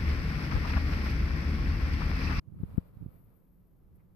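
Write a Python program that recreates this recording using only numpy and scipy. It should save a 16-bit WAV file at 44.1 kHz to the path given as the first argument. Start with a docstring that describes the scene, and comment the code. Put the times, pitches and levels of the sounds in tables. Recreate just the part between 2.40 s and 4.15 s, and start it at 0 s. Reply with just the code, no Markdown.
"""A quiet room where two cats nuzzle on a blanket, heard from a hand-held phone that is being moved.
Air and handling push on one microphone opening or the other, making soft thumps and a weak flutter.
Cloth slides in two swells as its tiny fibres slip, then trails off in a thin sizzle.
Two tiny brushes of fur or cloth follow near the end. A low room rumble lies under it all."""
import sys
import numpy as np
from scipy import signal
from scipy.fft import rfft, irfft
from scipy.io import wavfile
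from scipy.ndimage import uniform_filter1d

SR = 44100
rng = np.random.default_rng(int(sys.argv[2]) if len(sys.argv) > 2 else 0)


def transcribe(signal):
    """Save signal, clipped to [-1, 1], as a 16-bit WAV file at the path in sys.argv[1]."""
    frames = np.atleast_2d(signal).T
    limited = np.clip(frames, -1, 1)
    pcm = np.round(limited * 32767).astype(np.int16)
    wavfile.write(sys.argv[1], SR, pcm)


N = 77175  # 1.75 seconds


def gain(db):
    """Turn decibels into a number to multiply a sound by."""
    return 10 ** (np.asarray(db) / 20)


def normalise(x):
    """Scale a sound so its average strength (rms) is 1."""
    return x / np.sqrt(np.mean(x ** 2))


def fade(points):
    """Join (time_s, level_db) points into a gain that changes over time."""
    return gain(np.interp(np.arange(N) / SR, *np.array(points).T))


def db_by_pitch(points):
    """Join (pitch_hz, level_db) points into a level for every pitch."""
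    hz, db = np.array(points).T
    return np.interp(np.log(np.fft.rfftfreq(N, 1 / SR) + 0.00061), np.log(hz), db)


def shape_noise(noise, tone, balance=None):
    """Make each pitch of a noise louder or softer, and lean it left or right."""
    db = db_by_pitch(tone)
    if balance is not None:
        db = db + db_by_pitch(balance) * np.array([[.5], [-.5]])
    return normalise(irfft(rfft(noise) * gain(db), N))


def pan(left_minus_right_db):
    """Left and right gains: the farther side is turned down."""
    return gain(np.array([[min(left_minus_right_db, 0)], [min(-left_minus_right_db, 0)]]))


def wobble(depth_db, per_s):
    """A gain that drifts smoothly up and down at random."""
    step = int(SR / per_s)
    steps = np.repeat(rng.standard_normal(N // step + 1), step)
    return gain(depth_db * normalise(uniform_filter1d(steps, step)[:N]))


def room():
    """The room's air gives a swaying rumble, one droning note and a faint hiss."""
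    # Tone of the room, mostly bass: pitch_hz, relative_db
    room_tone = [(20, -3.5), (45, 6.5), (80, -1), (125, 2), (170, -4), (210, -12.5), (290, -10),
                 (420, -15.5), (700, -25.5), (1150, -30), (1700, -37.5), (3000, -44), (7000, -50.5),
                 (9200, -50.5), (10600, -42.5), (12200, -43), (14500, -41)]
    # Which side each pitch leans to: pitch_hz, left_minus_right_db
    balance = [(20, -3.5), (400, -1.5), (1200, 2.5), (4000, -1), (10500, 0), (15000, 1)]
    # Rise and fall of the rumble: time_s, change_db
    sway = [(0, -1), (.5, 2.5), (.9, -1), (1.0, -4), (1.2, -1.5), (1.4, 0), (1.52, 5), (1.62, -1.5),
            (1.75, -0.5)]
    room_db, bass_below_hz = -61, 203
    drone_db, drone_hz, drone_width_hz = -70, 178.8, 14
    shared = 0.43  # share of the noise power that both sides have in common
    hz = np.fft.rfftfreq(N, 1 / SR)
    air = np.sqrt(1 - shared) * rng.standard_normal((2, N)) + np.sqrt(shared) * rng.standard_normal(N)
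    noise = shape_noise(air, room_tone, balance)
    bass = irfft(rfft(noise) * (hz < bass_below_hz), N)
    swaying_bass = bass * fade(sway) * wobble(depth_db=-1, per_s=8)
    drone = normalise(irfft(rfft(air) / (1 + ((hz - drone_hz) / drone_width_hz) ** 2), N))
    return gain(room_db) * (noise - bass + swaying_bass) + gain(drone_db) * drone


def fibres(slips_per_s=9800, spread_db=11.5):
    """Fibres slip in thousands of tiny, uneven clicks, different on each side."""
    slips = rng.random((2, N)) < slips_per_s / SR
    return slips * rng.standard_normal((2, N)) * gain(spread_db * rng.random((2, N)))


def brushes():
    """A light touch of fur or cloth makes a short, soft burst of slipping fibres."""
    # Bursts: middle_s, level_db, half_length_s, pitch_hz, width_hz, left_minus_right_db
    bursts = [(0.377, -70, 0.0061, 11900, 3000, 24), (1.561, -72.5, 0.01, 12100, 2430, 10),
              (1.563, -87, 0.011, 1700, 1800, 3), (1.605, -78.5, 0.0097, 2090, 596, 4),
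              (1.606, -75.5, 0.0066, 1140, 500, 1.5)]
    t, hz = np.arange(N) / SR, np.fft.rfftfreq(N, 1 / SR)
    out = np.zeros((2, N))
    for middle_s, level_db, half_length_s, pitch_hz, width_hz, side_db in bursts:
        band = 1 / (1 + (2 * (hz - pitch_hz) / width_hz) ** 2)
        rustle = normalise(irfft(rfft(fibres()) * band, N))
        swell = np.exp(-.5 * ((t - middle_s) / half_length_s) ** 2)
        out += gain(level_db) * pan(side_db) * rustle * swell
    return out


def sizzle():
    """Fibres slipping close to the left microphone make a thin, flickering sizzle."""
    # Loudness of the sizzle: time_s, level_db
    levels = [(0, -104), (.2, -86.5), (.42, -85), (.475, -72.5), (.51, -83), (.68, -79.5), (.715, -73),
              (.82, -73), (.88, -74), (.97, -72.5), (1.0, -78.5), (1.06, -77), (1.19, -79), (1.22, -81),
              (1.3, -82.5), (1.75, -86)]
    # Its tone, nearly all high treble: pitch_hz, relative_db
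    tone = [(5000, -68), (8200, -26), (9200, -22), (9700, -13), (10450, -11), (11150, -9), (11850, 2.5),
            (12450, 5.5), (12900, -5.5), (13600, -8.5), (14400, -15.5)]
    hiss = shape_noise(fibres(), tone)
    return hiss * fade(levels) * wobble(depth_db=1.6, per_s=42) * pan(left_minus_right_db=12.5)


def sliding_cloth(treble_above_hz=2000, brightening=0.17):
    """Cloth rubs in two swells, louder and brighter when it slides faster."""
    # Loudness of the slide, standing for its speed: time_s, level_db
    levels = [(0, -101), (.07, -77.5), (.125, -73.5), (.25, -64), (.37, -62.5), (.45, -68), (.52, -68.5),
              (.6, -68), (.68, -68.5), (.8, -71.5), (.92, -75), (1.05, -82), (1.3, -88), (1.5, -80),
              (1.62, -81), (1.75, -83)]
    # Tone of the rubbing: pitch_hz, relative_db
    tone = [(200, -7), (450, 10.5), (720, 2), (1000, 1), (1300, 1), (1650, -8.5), (2300, -8.5), (3200, -17),
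            (4500, -18), (6500, -30.5), (8100, -23), (9000, -32), (10500, -21.5), (12200, -15.5),
            (14500, -18)]
    # Which side each pitch leans to: pitch_hz, left_minus_right_db
    balance = [(200, 6), (1200, 4), (4000, -2), (7000, -2), (10000, 18), (15000, -6.5)]
    rub = shape_noise(fibres(), tone, balance)
    speed = fade(levels)
    body = signal.sosfiltfilt(signal.butter(2, treble_above_hz, fs=SR, output="sos"), rub)
    treble = (rub - body) * (speed / speed.max()) ** brightening
    return (body + treble) * speed * wobble(depth_db=1.44, per_s=35)


def air_flutter(top_hz=185, bottom_hz=30):
    """As the phone moves, weak swirls of air flutter separately at each microphone opening."""
    # Flutter on the left: time_s, level_db
    left_levels = [(0, -66), (.1, -69), (.15, -46), (.25, -52), (.35, -47.5), (.41, -53.5), (.46, -59.5),
                   (.58, -53), (.67, -48.5), (.73, -61.5), (.9, -61.5), (1, -75.5), (1.75, -75.5)]
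    # Flutter on the right: time_s, level_db
    right_levels = [(0, -73), (.06, -60), (.1, -48.5), (.22, -45.5), (.33, -49.5), (.4, -55.5),
                    (.45, -71.5), (.54, -58), (.64, -54), (.72, -56), (.82, -60.5), (.93, -78),
                    (1.75, -76.5)]
    noise = rng.standard_normal((2, N))
    swirls = signal.sosfilt(signal.butter(4, top_hz, fs=SR, output="sos"), noise)
    swirls = signal.sosfilt(signal.butter(1, bottom_hz, "high", fs=SR, output="sos"), swirls)
    return normalise(swirls) * np.array([fade(left_levels), fade(right_levels)])


def case_tap():
    """The phone's case rings for a few milliseconds when tapped."""
    # Notes of the case: pitch_hz, relative_db, ring_s (time to fade by 60 dB)
    notes = [(916, 3.5, 0.013), (1260, 3, 0.006), (1670, -14, 0.0043)]
    t = np.arange(N) / SR
    return sum(gain(db) * np.sin(2 * np.pi * pitch_hz * t) * np.exp(-np.log(1000) * t / ring_s)
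               for pitch_hz, db, ring_s in notes)


def air_push(t, build_s, steepness=1.75, release_share=0.68):
    """Moving air makes suction that builds until t = 0, then lets go faster."""
    build = np.clip(1 + t / build_s, 0, 1) ** steepness
    release = np.clip(t / (build_s * release_share), 0, 1)
    return -np.sin(np.pi / 2 * build) * np.cos(np.pi / 2 * release) ** 2


def microphone_opening(pressure, leak_hz=88, resonance=1, bass_cut_hz=22):
    """The opening lets slow pressure leak away, so each push swings back once or twice."""
    s = 1j * np.fft.rfftfreq(N, 1 / SR)  # frequency, in the form that filter formulas use
    leak = s ** 2 / (s ** 2 + s * leak_hz / resonance + leak_hz ** 2)
    bass_cut = s / (s + bass_cut_hz)
    return irfft(rfft(pressure) * leak * bass_cut, N)


def thumps():
    """Pushes of air and handling thump, mostly on one side; the hardest also tap the case."""
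    # Pushes on the microphone openings: time_s, level_db, build_ms, left_minus_right_db
    pushes = [(0.0746, -38, 3.3, -36), (.0828, -33, 4.9, -48), (0.1008, -57, 2.3, -14),
              (0.1221, -34.5, 3.2, -28), (0.14, -42.5, 3.0, 21), (0.166, -41, 6.1, -4),
              (0.2017, -28, 3.6, -38.5), (.209, -40, 4.4, 2.5), (0.2134, -32.5, 3.9, -23),
              (.234, -17, 3.29, 21), (0.2535, -40, 11, -27), (0.295, -42, 4.4, -12),
              (0.311, -38, 6.6, -15.5), (0.323, -43, 9.4, 4), (0.344, -32, 3.6, -31.5),
              (0.3806, -8.5, 3.15, 37), (0.3846, -22, 3.5, 9.5), (.569, -33, 5.2, -36),
              (0.6101, -31.5, 4.6, -30), (.621, -31.5, 3.04, -19), (0.6278, -29.5, 3.16, -24),
              (.641, -34.5, 4.1, -24), (0.6614, -25.5, 3.1, -19.5), (0.6825, -37, 6.3, -14),
              (0.753, -44, 7.9, -10.5), (0.888, -48, 3.7, -2)]
    rebound_s, rebound_share = .006, .13
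    tap_above_db, tap_offset_db, tap_growth = -22, -36.5, 0.77
    muffle_above_hz = 2040
    t, tap = np.arange(N) / SR, case_tap()
    out = np.zeros((2, N))
    for time_s, level_db, build_ms, side_db in pushes:
        push = air_push(t - time_s, build_ms / 1000)
        rebound = rebound_share * air_push(t - time_s - rebound_s, build_ms / 1000)
        swing = microphone_opening(push + rebound)
        out += gain(level_db) * pan(side_db) * swing / np.abs(swing).max()
        if level_db > tap_above_db:
            timed_tap = np.interp(t - time_s, t, tap, left=0)
            out += gain(tap_offset_db + tap_growth * level_db) * pan(side_db) * timed_tap
    return signal.sosfilt(signal.butter(8, muffle_above_hz, fs=SR, output="sos"), out)


def scene():
    """Add all the sounds together in stereo."""
    return thumps() + air_flutter() + sliding_cloth() + sizzle() + brushes() + room()


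def record(dry):
    """The phone cuts off the very highest treble."""
    top_hz = 14480
    return signal.sosfilt(signal.ellip(10, .2, 70, top_hz, fs=SR, output="sos"), dry)


dry = scene()
out = record(dry)
transcribe(out)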